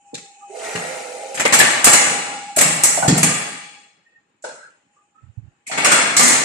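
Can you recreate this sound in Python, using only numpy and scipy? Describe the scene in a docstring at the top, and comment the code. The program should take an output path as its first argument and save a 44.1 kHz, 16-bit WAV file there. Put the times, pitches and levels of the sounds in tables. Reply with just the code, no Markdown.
"""An automatic casting machine in a hard-walled workshop: noise bursts shaped by the frame's modes make the steel blows.
First come light blows and thumps; a hand pulls out a tray of metal parts, which scrapes (noise) and rustles (tiny rings).
Volleys follow, with bouncing slugs, singing modes, hollow knocks, clanks and dull thumps, over a motor's whine and whirr.
The motor fades as the microphone backs away; squeaks (narrow noise) and shifts of the grip lead to the last volley.
A noise suppressor turns down the pauses throughout."""
import sys
import numpy as np
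from scipy import signal
from scipy.fft import rfft, irfft, next_fast_len
from scipy.io import wavfile
from scipy.ndimage import map_coordinates

SR = 44100
rng = np.random.default_rng(int(sys.argv[2]) if len(sys.argv) > 2 else 0)


def bounce(signal):
    """Save signal as a 16-bit WAV file at the path given by the first command-line argument."""
    frames = np.transpose(np.atleast_2d(signal))
    limited = np.clip(frames, -1, 1)
    pcm = np.round(limited * 32767).astype(np.int16)
    wavfile.write(sys.argv[1], SR, pcm)


N = 284004

TIME = np.arange(N) / SR
BLOW_SAMPLES = 3 * SR // 2
CLASH_HZ = 3200  # where the midrange clank gives way to the treble clash


# Steel blows. Each row: start in seconds, level in dB, hardness as treble over midrange in dB,
# tilt of the treble in dB per octave.
STEEL_BLOWS = [(0.142, -27.5, 8.5, -15), (.176, -34.5, 2.5, -10), (.753, -20, -15.5, 8),
               (1.344, -18.5, 6, -2), (1.372, -17, -8, 2), (1.396, -7.5, -0.5, -1), (1.451, -6.5, -6.5, -1),
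               (1.472, -17, -5, 3), (1.523, -5, -20, 17), (1.534, 0.5, 3.5, 2), (1.587, -1.5, 4, 7),
               (1.601, -2, -6.5, 3), (1.843, 4, 11, 3), (1.866, -2.5, -25, 16), (1.93, -2.5, 3, -0.5),
               (2.562, -13.5, 8.5, 15), (2.583, -12, 7, -1), (2.609, -8, 6, 6.5), (2.835, -6, 14.5, 5.5),
               (3.078, -13, 6.5, -8), (3.177, -17, 9, 7), (3.229, -9.5, 6, 3.5), (4.423, -40, 6, -3),
               (4.44, -30.5, 5, -8.5), (5.666, -21, 7.5, 3), (5.713, -15, -19, 11),
               (5.775, -9.5, -6.5, -2.5), (5.844, -4, 2.5, -5), (5.914, -3, 2, -3), (6.165, -3, 11.5, -4.5),
               (6.193, -5, -1.5, 12), (6.226, -8.5, 21, 5), (6.278, -6, 9, 3), (6.325, -12, 3, -6)]
# Path to the moving microphone. Each row: time in seconds, room sound in dB, direct sound in dB.
MICROPHONE_PATH = [(0, -10, 4.5), (1.3, -15, -1), (2.7, -3, 7), (3.3, -3.5, 4.5), (4.4, -6, 1),
                   (5.66, -10, -5.5), (5.85, -6.5, -0.5)]


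def blows(knock_hz=1100, tilt_hz=7500, snap_db=-4, snap_t60=0.022, ring_t60=0.11, build=0.0065,
          chatter_db=3, rattle_db=0.42, attack=0.005, air_hz=10000, edge_db=7, spot_db=4.5, spot_hz=60):
    """Impact excitation: each blow chatters on the frame, rings briefly and swells into a diffuse room tail."""
    knock_level_db, knock_slope = -3, 0.034  # bass against midrange; dB lost per dB of hardness
    shortening = 0.027  # dB of ring time lost per dB of hardness
    room_t60, room_treble_t60 = 1.328, 0.78  # s
    t, hz = np.arange(BLOW_SAMPLES) / SR, np.fft.rfftfreq(BLOW_SAMPLES, 1 / SR)
    low = 1 / (1 + (hz / knock_hz) ** 8)
    high = 1 - 1 / (1 + (hz / CLASH_HZ) ** 8)
    # heavy contacts stir the low modes, hard ones the high modes
    registers = frame_power(hz) * np.array([low, (1 - low) * (1 - high), high ** 3])
    octaves = np.log2(np.maximum(hz, CLASH_HZ) / tilt_hz)
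    # the direct sound keeps a sharp top that the room swallows
    edge = amp(along([(air_hz * .9, 0), (air_hz * 1.2, edge_db)], hz))
    ears, out = spread(hz), np.zeros((2, N))
    # bouncing contacts roughen the blow, loose parts roughen its tail
    chatter = unit(amp(chatter_db * wobble(600, size=N + BLOW_SAMPLES)))
    rattle = unit(amp(rattle_db * wobble(140, size=N + BLOW_SAMPLES)))
    swell = 1 - np.exp(-t / build)
    tails = [swell * fade(t, room_t60), swell * fade(t, room_treble_t60)]
    room_db, direct_db = curves(MICROPHONE_PATH)
    for s, db, hardness_db, tilt_db in STEEL_BLOWS:
        start = round(s * SR)
        stop = start + BLOW_SAMPLES
        direct_gain, room_gain = amp(direct_db[start]), amp(room_db[start])
        power = amp([knock_level_db - knock_slope * hardness_db, 0, hardness_db]) ** 2
        colour = registers * amp(tilt_db * octaves) ** 2
        knock, clank, clash = colour * (power / colour.sum(1) / power.sum())[:, None]
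        # each blow lands on another spot and favours other modes
        spot = amp(spot_db * wobble(SR / spot_hz * hz[1], size=len(hz)) * hz / (hz + knock_hz))
        # distance blurs the attack as it weakens the direct sound
        rise = 1 - np.exp(-t * direct_gain / attack)
        decay = fade(t, ring_t60 * amp(-shortening * hardness_db)) + amp(snap_db) * fade(t, snap_t60)
        struck = noise(spot * np.sqrt(knock + clank + clash) * edge, ears)
        direct = rise * decay * chatter[start:stop] * struck
        room = 0
        for part, tail in zip([knock + clank, clash], tails):
            room = room + tail * np.sqrt(part.sum()) * noise(spot * np.sqrt(part / edge), ears)
        add(out, s, amp(db) * (direct_gain * direct + room_gain * rattle[start:stop] * room))
    return out


# Colour of the struck machine. Each row: frequency in Hz, relative density in dB per Hz.
STEEL_COLOUR = [(30, -40), (120, -19), (155, -13.5), (253, -5.5), (428, -11.5), (740, -5), (1000, -6.5),
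                (1310, -2), (2170, 4), (2750, 1), (3200, -1.5), (5600, 4), (6500, 8), (7600, 13.5),
                (9150, 6.5), (10300, -1.5), (14000, -22)]
# Broad resonances and antiresonances of the frame. Each row: frequency in Hz, gain in dB.
FRAME_HUMPS = [(1033, -3), (3057, -3.5), (4134, 4), (7708, 3.5)]


def frame_power(hz, hump_hz=65, fine_db=1.8, fine_hz=25):
    """Modal density: crowded modes give the frame's power response humps and ripples."""
    humps = sum(db * np.exp(-((hz - f) / hump_hz) ** 2) for f, db in FRAME_HUMPS)
    ripples = fine_db * wobble(SR / fine_hz * hz[1], size=len(hz))
    return amp(along(STEEL_COLOUR, hz) + humps + ripples) ** 2


def rebounds(count=10, scatter_db=3, t60=0.02, low_hz=1600, high_hz=10000):
    """Inelastic rebound: slugs jump at each blow and land at uneven moments, the later the weaker."""
    mean_wait, level_db, loss_db_per_s = .11, -6.5, 58  # s, dB against the blow, dB per s of wait
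    t, out = np.arange(SR // 20) / SR, np.zeros((2, N))
    for s, db, hardness_db, *_ in STEEL_BLOWS:
        for wait in rng.exponential(mean_wait, count):
            hz = low_hz * (high_hz / low_hz) ** rng.random(6)
            weights = amp(along(STEEL_COLOUR, hz) + hardness_db * (hz > CLASH_HZ))
            weights = weights * rng.standard_normal((2, len(hz)))
            tones = np.sin(2 * np.pi * hz[:, None] * t)
            clink = weights / np.linalg.norm(weights) @ tones * fade(t, t60)
            landing_db = db + level_db - loss_db_per_s * wait + scatter_db * rng.standard_normal()
            add(out, min(s + wait, TIME[-1]), amp(landing_db) * clink)
    return out


# Square hits that set the clearest modes singing. Each row: start in seconds, level in dB.
SQUARE_HITS = [(1.602, -28), (1.93, -16), (2.837, -30.5), (6.225, -18)]
# The frame's clearest modes. Each row: frequency in Hz, level in dB before random variation.
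CLEAR_MODES = [(1748, -9.5), (1942, -1.5), (2094, -1.5), (4860, -10.5), (5771, -8), (6208, -2), (6676, -3),
               (6885, -1), (7253, -4), (7745, -4.5), (7827, -4), (8135, -8), (8869, -5.5), (9178, -3.5)]


def singing(t60=0.78, attack=0.007, vary_db=-2.5, waver=0.5):
    """Modal ringing: lightly damped modes sing on, in a new mixture for each hit and each ear."""
    t, out = np.arange(SR) / SR, np.zeros((2, N))
    for s, db in SQUARE_HITS:
        for hz, level_db in CLEAR_MODES:
            phase = 2 * np.pi * (hz * t + rng.random((2, 1))) + waver * wobble(30, size=SR)
            gain = amp(db + level_db + vary_db * rng.standard_normal((2, 1)))
            add(out, s, gain * np.sin(phase) * fade(t, t60) * (1 - np.exp(-t / attack)))
    return out


# Hollow knocks, and the short midrange clanks that ring with steel blows. Each row: start in seconds,
# pitch in Hz, level in dB before the microphone path.
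KNOCKS_AND_CLANKS = [(0.132, 420, -24.5), (1.398, 1590, -16), (1.451, 540, -6), (1.459, 2120, -5),
                     (1.6, 1750, 3), (1.609, 800, -7), (1.978, 2160, -8.5), (2.57, 610, -16),
                     (2.974, 696, -13), (3.025, 800, -13), (3.027, 1470, -18.5), (3.047, 755, -11.5),
                     (3.081, 427, -13.5), (3.174, 687, -16), (3.229, 2360, -15.5), (4.44, 562, -21),
                     (4.44, 1525, -22), (4.444, 900, -25.5), (5.695, 724, -18.5), (5.849, 1464, -5.5),
                     (5.864, 600, -12), (5.915, 1364, -2)]


def knocks_and_clanks(attack=0.0032, t60=0.042, width_hz=210, echo_db=-8, build=0.0086, room_t60=0.87):
    """Damped resonance: each knock or clank is a short ring of noise around its pitch, with a room echo."""
    t, hz, out = np.arange(SR) / SR, np.fft.rfftfreq(SR, 1 / SR), np.zeros((2, N))
    ears, (room_db, direct_db) = spread(hz), curves(MICROPHONE_PATH)
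    direct = (1 - np.exp(-t / attack)) * fade(t, t60)
    echo = (1 - np.exp(-t / build)) * fade(t, room_t60)
    for s, centre, db in KNOCKS_AND_CLANKS:
        start = round(s * SR)
        shape = amp(direct_db[start]) * direct + amp(room_db[start] + echo_db) * echo
        resonance = 1 / (1 + (2 * (hz - centre) / width_hz) ** 2) * hz / (hz + width_hz)
        add(out, s, amp(db) * shape * noise(resonance, ears))
    return out


# Pull on the tray. Each row: time in seconds, effort in dB, groan of the rails in Hz.
TRAY_PULL = [(.48, -12.5, 395), (0.559, -5, 410), (0.657, 0, 430), (0.799, -0.5, 440), (0.9, -.5, 515),
             (1.1, -3, 505), (1.358, -4.5, 530)]
# Scrape of the rails. Each row: frequency in Hz, relative density in dB per Hz.
SCRAPE_COLOUR = [(50, -59), (200, -19.5), (330, -13), (510, 1), (570, -6), (650, 3.5), (850, -7.5),
                 (1100, -24), (2500, -71)]
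# Rustle of the small parts. Each row: frequency in Hz, relative density in dB per Hz.
PARTS_COLOUR = [(250, -60), (900, 1.5), (1950, 0.5), (2700, -3.5), (3500, -10.5), (5500, -9), (8300, -4),
                (14000, -28)]


def tray(scrape_db=-32.0, groan_db=-38, left_db=-4, right_db=2, rustle_db=-32, rustle_grows=1.77,
         grain_db=-0.6, clink_db=-4):
    """Stick-slip friction: the tray groans on its rails; a harder pull jostles the parts more."""
    slip_db, slip_rate = 1.2, 140  # unevenness in dB, knots per second
    effort_db, groan_hz = curves(TRAY_PULL)
    moving = np.interp(TIME, [.47, .49, 1.38, 1.45], [0, 1, 1, 0])
    rubbing = amp(scrape_db + effort_db) * rush(SCRAPE_COLOUR)
    groan = amp(groan_db + 0.66 * effort_db) * band(groan_hz, width_hz=45)[0]
    slips = unit(amp(slip_db * wobble(slip_rate)))
    scrape = amp([[left_db], [right_db]]) * slips * (rubbing + groan)
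    rustle = unit(amp(grain_db * wobble(550))) * rush(PARTS_COLOUR, ripple_db=4)
    parts = amp(rustle_db + rustle_grows * effort_db) * (rustle + amp(clink_db) * clinks())
    return moving * (scrape + parts)


def clinks(count=1500, scatter_db=3.0):
    """Random collisions: a dense stream of tiny rings, each at its own pitch and place."""
    t, out = np.arange(SR // 50) / SR, np.zeros((2, N))
    start, span = TRAY_PULL[0][0], TRAY_PULL[-1][0] - TRAY_PULL[0][0]
    for when, pitch, size, left, right in rng.random((count, 5)):
        hz, t60 = 1300 * 7 ** pitch, .015
        gain = amp(along(PARTS_COLOUR, hz) - scatter_db * np.log(size + 0.024)) * np.sqrt(hz)
        ring = np.sin(2 * np.pi * hz * t) * fade(t, t60)
        add(out, start + when * span, gain * np.array([[left], [right]]) * ring)
    return unit(out) * np.sqrt(span * SR / N)  # rms 1 over the span of the pull


# Dull thumps on the frame. 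Each row: start in seconds, level in dB, decay time t60 in seconds.
FRAME_THUMPS = [(0.135, -41, 0.32), (0.75, -32.5, 0.49), (2.568, -33, 0.45), (2.652, -28.5, 1),
                (2.975, -37.5, 0.28), (3.025, -29.5, 0.52), (3.08, -8.5, 0.33), (3.125, -12.5, 0.37),
                (3.229, -17, 0.55)]
# Panel modes. Each row: frequency in Hz, level in dB, decay time as a multiple of the thump's.
PANEL_MODES = [(103.3, -15.5, 1), (157.7, 0, 1), (179.3, -3, 1), (235, -4.5, 1), (285.4, -0.5, 0.5)]


def thumps(attack=0.0017, waver=0.96):
    """Low-mode excitation: soft heavy contacts boom in panels that shake unevenly."""
    t, out = np.arange(SR) / SR, np.zeros(N)
    for s, db, t60 in FRAME_THUMPS:
        ring = np.zeros(SR)
        for hz, level_db, life in PANEL_MODES:
            phase = 2 * np.pi * hz * t + waver * wobble(45, size=SR)
            ring += amp(level_db) * np.sin(phase) * fade(t, t60 * life)
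        add(out, s, amp(db) * ring * (1 - np.exp(-t / attack)))
    return out


# Squeaks, a short burst of noise and a low ring. Each row: start in seconds, length in seconds,
# start pitch in Hz, end pitch in Hz, bandwidth setting in Hz, level in dB.
NOISE_BANDS = [(0.409, 0.027, 1220, 1235, 94, -47), (0.642, 0.24, 1895, 1893, 44, -37),
               (4.052, 0.11, 1864, 1840, 69, -49.5), (4.487, 0.2, 1308, 1510, 420, -47),
               (4.962, 0.053, 1190, 1217, 103, -53), (5.146, 0.073, 1267, 1304, 78, -53),
               (5.662, 0.056, 2300, 2324, 680, -37), (6.191, 0.15, 251, 247.7, 18.8, -26.5)]


def squeaks_burst_and_ring(attack=0.0023, t60=0.32, upper_ratio=1.4, upper_db=-15):
    """Band-limited noise: narrow or wide bands flutter, hold or glide in pitch, with a weak upper band."""
    t, out = np.arange(SR) / SR, np.zeros((2, N))
    for s, length, start_hz, end_hz, width_hz, db in NOISE_BANDS:
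        hz = np.interp(t, [0, length], [start_hz, end_hz])
        bands = band(hz, width_hz) + amp(upper_db) * band(upper_ratio * hz, width_hz)
        add(out, s, amp(db) * stroke(length, attack, t60) * flutter(size=SR) * bands)
    return out


# Shifts of the grip. Each row: start in seconds, length in seconds, push level in dB before the ear gains.
GRIP_SHIFTS = [(5.216, 0.08, -43.5), (5.373, 0.021, -31.5), (5.414, 0.072, -44)]


def bumps(attack=0.0043, t60=0.11, left_db=-20, right_db=3, rustle_db=-56):
    """Handling noise: the grip shifts beside the right microphone, with low rumble and a rustle of skin."""
    push, rub = np.zeros(N), np.zeros(N)
    for s, length, db in GRIP_SHIFTS:
        add(push, s, amp(db) * stroke(length, attack, t60))
        add(rub, s, stroke(length, attack, t60))
    rumble = rush([(30, -22.5), (75, 0.0), (115, 6), (240, -25.5), (600, -70.0)])
    return amp([[left_db], [right_db]]) * push * rumble + amp(rustle_db) * rub * rush(SHOP_COLOUR)


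# Motor whine. Each row: time in seconds, pitch in Hz, level in dB.
MOTOR_WHINE = [(0, 812, -48.5), (.4, 808.7, -42), (2.5, 815, -36), (3.85, 822.5, -50.5), (3.97, 822, -66),
               (4.85, 813, -62), (4.95, 825, -54), (5.12, 817, -62)]
# Whirr of the drive. Each row: frequency in Hz, relative density in dB per Hz.
WHIRR_COLOUR = [(300, -61), (1000, -16), (1750, -20), (2200, -1.5), (3200, -4), (3600, -23), (5000, -11),
                (7500, -3.5), (9200, -10.5), (11500, -55)]
# Air of the shop. Each row: frequency in Hz, relative density in dB per Hz.
SHOP_COLOUR = [(24, -26.5), (90, -10), (250, -3.5), (1800, -6), (4000, -20), (7800, -31), (14000, -48)]


def motor(waver=0.62, drift=0.95, whirr_db=-55, whirr_follows=0.62, shop_db=-53.0):
    """Phase modulation: a whine wavers over the drive's resonant whirr and the faint air of the shop."""
    hz, db = curves(MOTOR_WHINE)
    phase = 2 * np.pi * np.cumsum(hz) / SR + drift * wobble(9.0)
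    whine = flutter() * np.sin(phase + waver * wobble(60))
    whirr_level_db = whirr_db + whirr_follows * (db - db[0]) + 0.93 * wobble(32)
    whirr = amp(whirr_level_db) * rush(WHIRR_COLOUR, ripple_db=4.5)
    air = amp(shop_db + 0.88 * wobble(15)) * rush(SHOP_COLOUR)
    return amp(db) * unit(whine) + whirr + air


# Thresholds of the noise suppressor. Each row: frequency in Hz, density in dB per Hz.
SUPPRESSOR_THRESHOLDS = [(150, -77), (600, -64.5), (2000, -69), (4000, -85), (8000, -89)]


def suppress(x, slope=0.87, depth_db=21):
    """Downward expansion: each band loses slope dB per dB below threshold, to depth_db at most."""
    size, hop, follow_s = 512, 128, .014
    hz, _, z = signal.stft(x, SR, nperseg=size, noverlap=size - hop)
    keep = np.exp(-hop / (follow_s * SR))
    power = np.mean(np.abs(z) ** 2, axis=0)
    density = signal.lfilter([1 - keep], [1, -keep], power) * size / SR
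    under_db = 10 * np.log10(density + 1e-20) - along(SUPPRESSOR_THRESHOLDS, hz)[:, None]
    gain = amp(np.clip(slope * under_db, -depth_db, 0))
    return signal.istft(z * gain, SR, nperseg=size, noverlap=size - hop)[1][:, :N]


# Stereo width. Each row: frequency in Hz, side minus mid in dB.
STEREO_WIDTH = [(40, -7.5), (230, -13.5), (550, -9), (1100, 0), (12000, 1)]
# Stereo balance. Each row: frequency in Hz, left minus right in dB.
STEREO_LEAN = [(100, -1), (800, -0.5), (1200, 2), (2400, 5), (3700, 0), (5500, 1), (7300, -4.5), (8100, 2),
               (8900, 4.5), (12000, 0)]


def spread(hz, lag=0.000311):
    """Interaural coherence: mid and side weights keep bass alike, part the treble and delay the left ear."""
    side, lean = amp(along(STEREO_WIDTH, hz)), amp(along(STEREO_LEAN, hz) / 2)
    left = lean * np.exp(-2j * np.pi * hz * lag)
    return np.array([[left, left * side], [1 / lean, -side / lean]]) / np.sqrt(1 + side ** 2)


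def noise(gain, ears):
    """Spectral shaping: random phases and the given gain on the FFT grid make stereo noise of rms 1."""
    white = rng.standard_normal((2, len(gain))) + 1j * rng.standard_normal((2, len(gain)))
    return unit(irfft((ears * white).sum(1) * gain))


def rush(spectrum, ripple_db=0, ripple_hz=110):
    """Broadband noise: a (Hz, dB) spectrum carries narrow random resonances."""
    hz = np.fft.rfftfreq(2 * next_fast_len(N // 2 + 1), 1 / SR)
    ripples = ripple_db * wobble(SR / ripple_hz * hz[1], size=len(hz))
    return noise(amp(along(spectrum, hz) + ripples), spread(hz))[:, :N]


def band(hz, width_hz):
    """Quadrature modulation: random curves turn a pitch given per sample into a stereo band of noise."""
    phase, size = 2 * np.pi * np.cumsum(hz) / SR, len(hz)
    ears = []
    for _ in range(2):
        ears.append(wobble(width_hz, size) * np.sin(phase) + wobble(width_hz, size) * np.cos(phase))
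    return unit(np.array(ears))


def flutter(size=N):
    """Amplitude modulation: the level wavers quickly and unevenly, partly different in each ear."""
    depth_db, rate = 2.6, 32  # rate in knots per second
    shared = depth_db * wobble(rate, size)
    return unit(amp(shared + np.array([wobble(16, size), wobble(20, size)])))


def stroke(length, attack, t60):
    """Envelope: one second holding a rise, a hold for length and an exponential release."""
    t = np.arange(SR) / SR
    return (1 - np.exp(-t / attack)) * fade(np.maximum(t - length, 0), t60)


def fade(t, t60):
    """Exponential damping: free decay by 60 dB in t60 seconds."""
    return np.exp(-np.log(1000) * t / t60)


def wobble(rate, size=N):
    """Band-limited fluctuation: a smooth random curve with rate knots a second."""
    knots = rng.standard_normal(int(size * rate / SR) + 4)
    grid = np.arange(0, len(knots) - 1, .125)
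    return np.interp(np.arange(size) * (rate / SR), grid, map_coordinates(knots, [grid]))


def along(points, hz):
    """Logarithmic frequency: read (Hz, value) points on a log axis."""
    f, v = np.transpose(points)
    return np.interp(np.log(hz + 1), np.log(f + 1), v)


def curves(rows):
    """Linear interpolation: one value per sample for each column after the time."""
    s, *cols = np.transpose(rows)
    return [np.interp(TIME, s, c) for c in cols]


def amp(db):
    """Level to amplitude: decibels become gain."""
    return 10 ** (np.asarray(db) / 20)


def unit(x):
    """Normalisation: scale to rms 1."""
    return x / np.sqrt(np.mean(x ** 2) + 1e-20)


def add(track, s, x):
    """Superposition: mix x into the track at s seconds."""
    start = max(round(s * SR), 0)
    track[..., start:start + x.shape[-1]] += x[..., :N - start]


def scene():
    """Superposition: machine, tray and hand sound together."""
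    impacts = blows() + rebounds() + singing() + knocks_and_clanks()
    machine = impacts + squeaks_burst_and_ring() + thumps()
    return machine + bumps() + tray() + motor()


def record(dry, ceiling=0.74, low_cut_hz=40, top_hz=14200):
    """Expansion, soft limiting and band limiting: pauses are turned down, peaks rounded, extremes cut."""
    gated = suppress(dry)
    held = gated / (1 + np.abs(gated / ceiling) ** 6) ** (1 / 6)
    size = next_fast_len(N + SR // 2)
    hz = np.fft.rfftfreq(size, 1 / SR)
    low_pass = 1 / np.sqrt(1 + (hz / top_hz) ** 160)
    high_pass = hz / (hz - 1j * low_cut_hz)
    return irfft(rfft(held, size) * low_pass * high_pass, size)[:, :N]


dry = scene()
out = record(dry)
bounce(out)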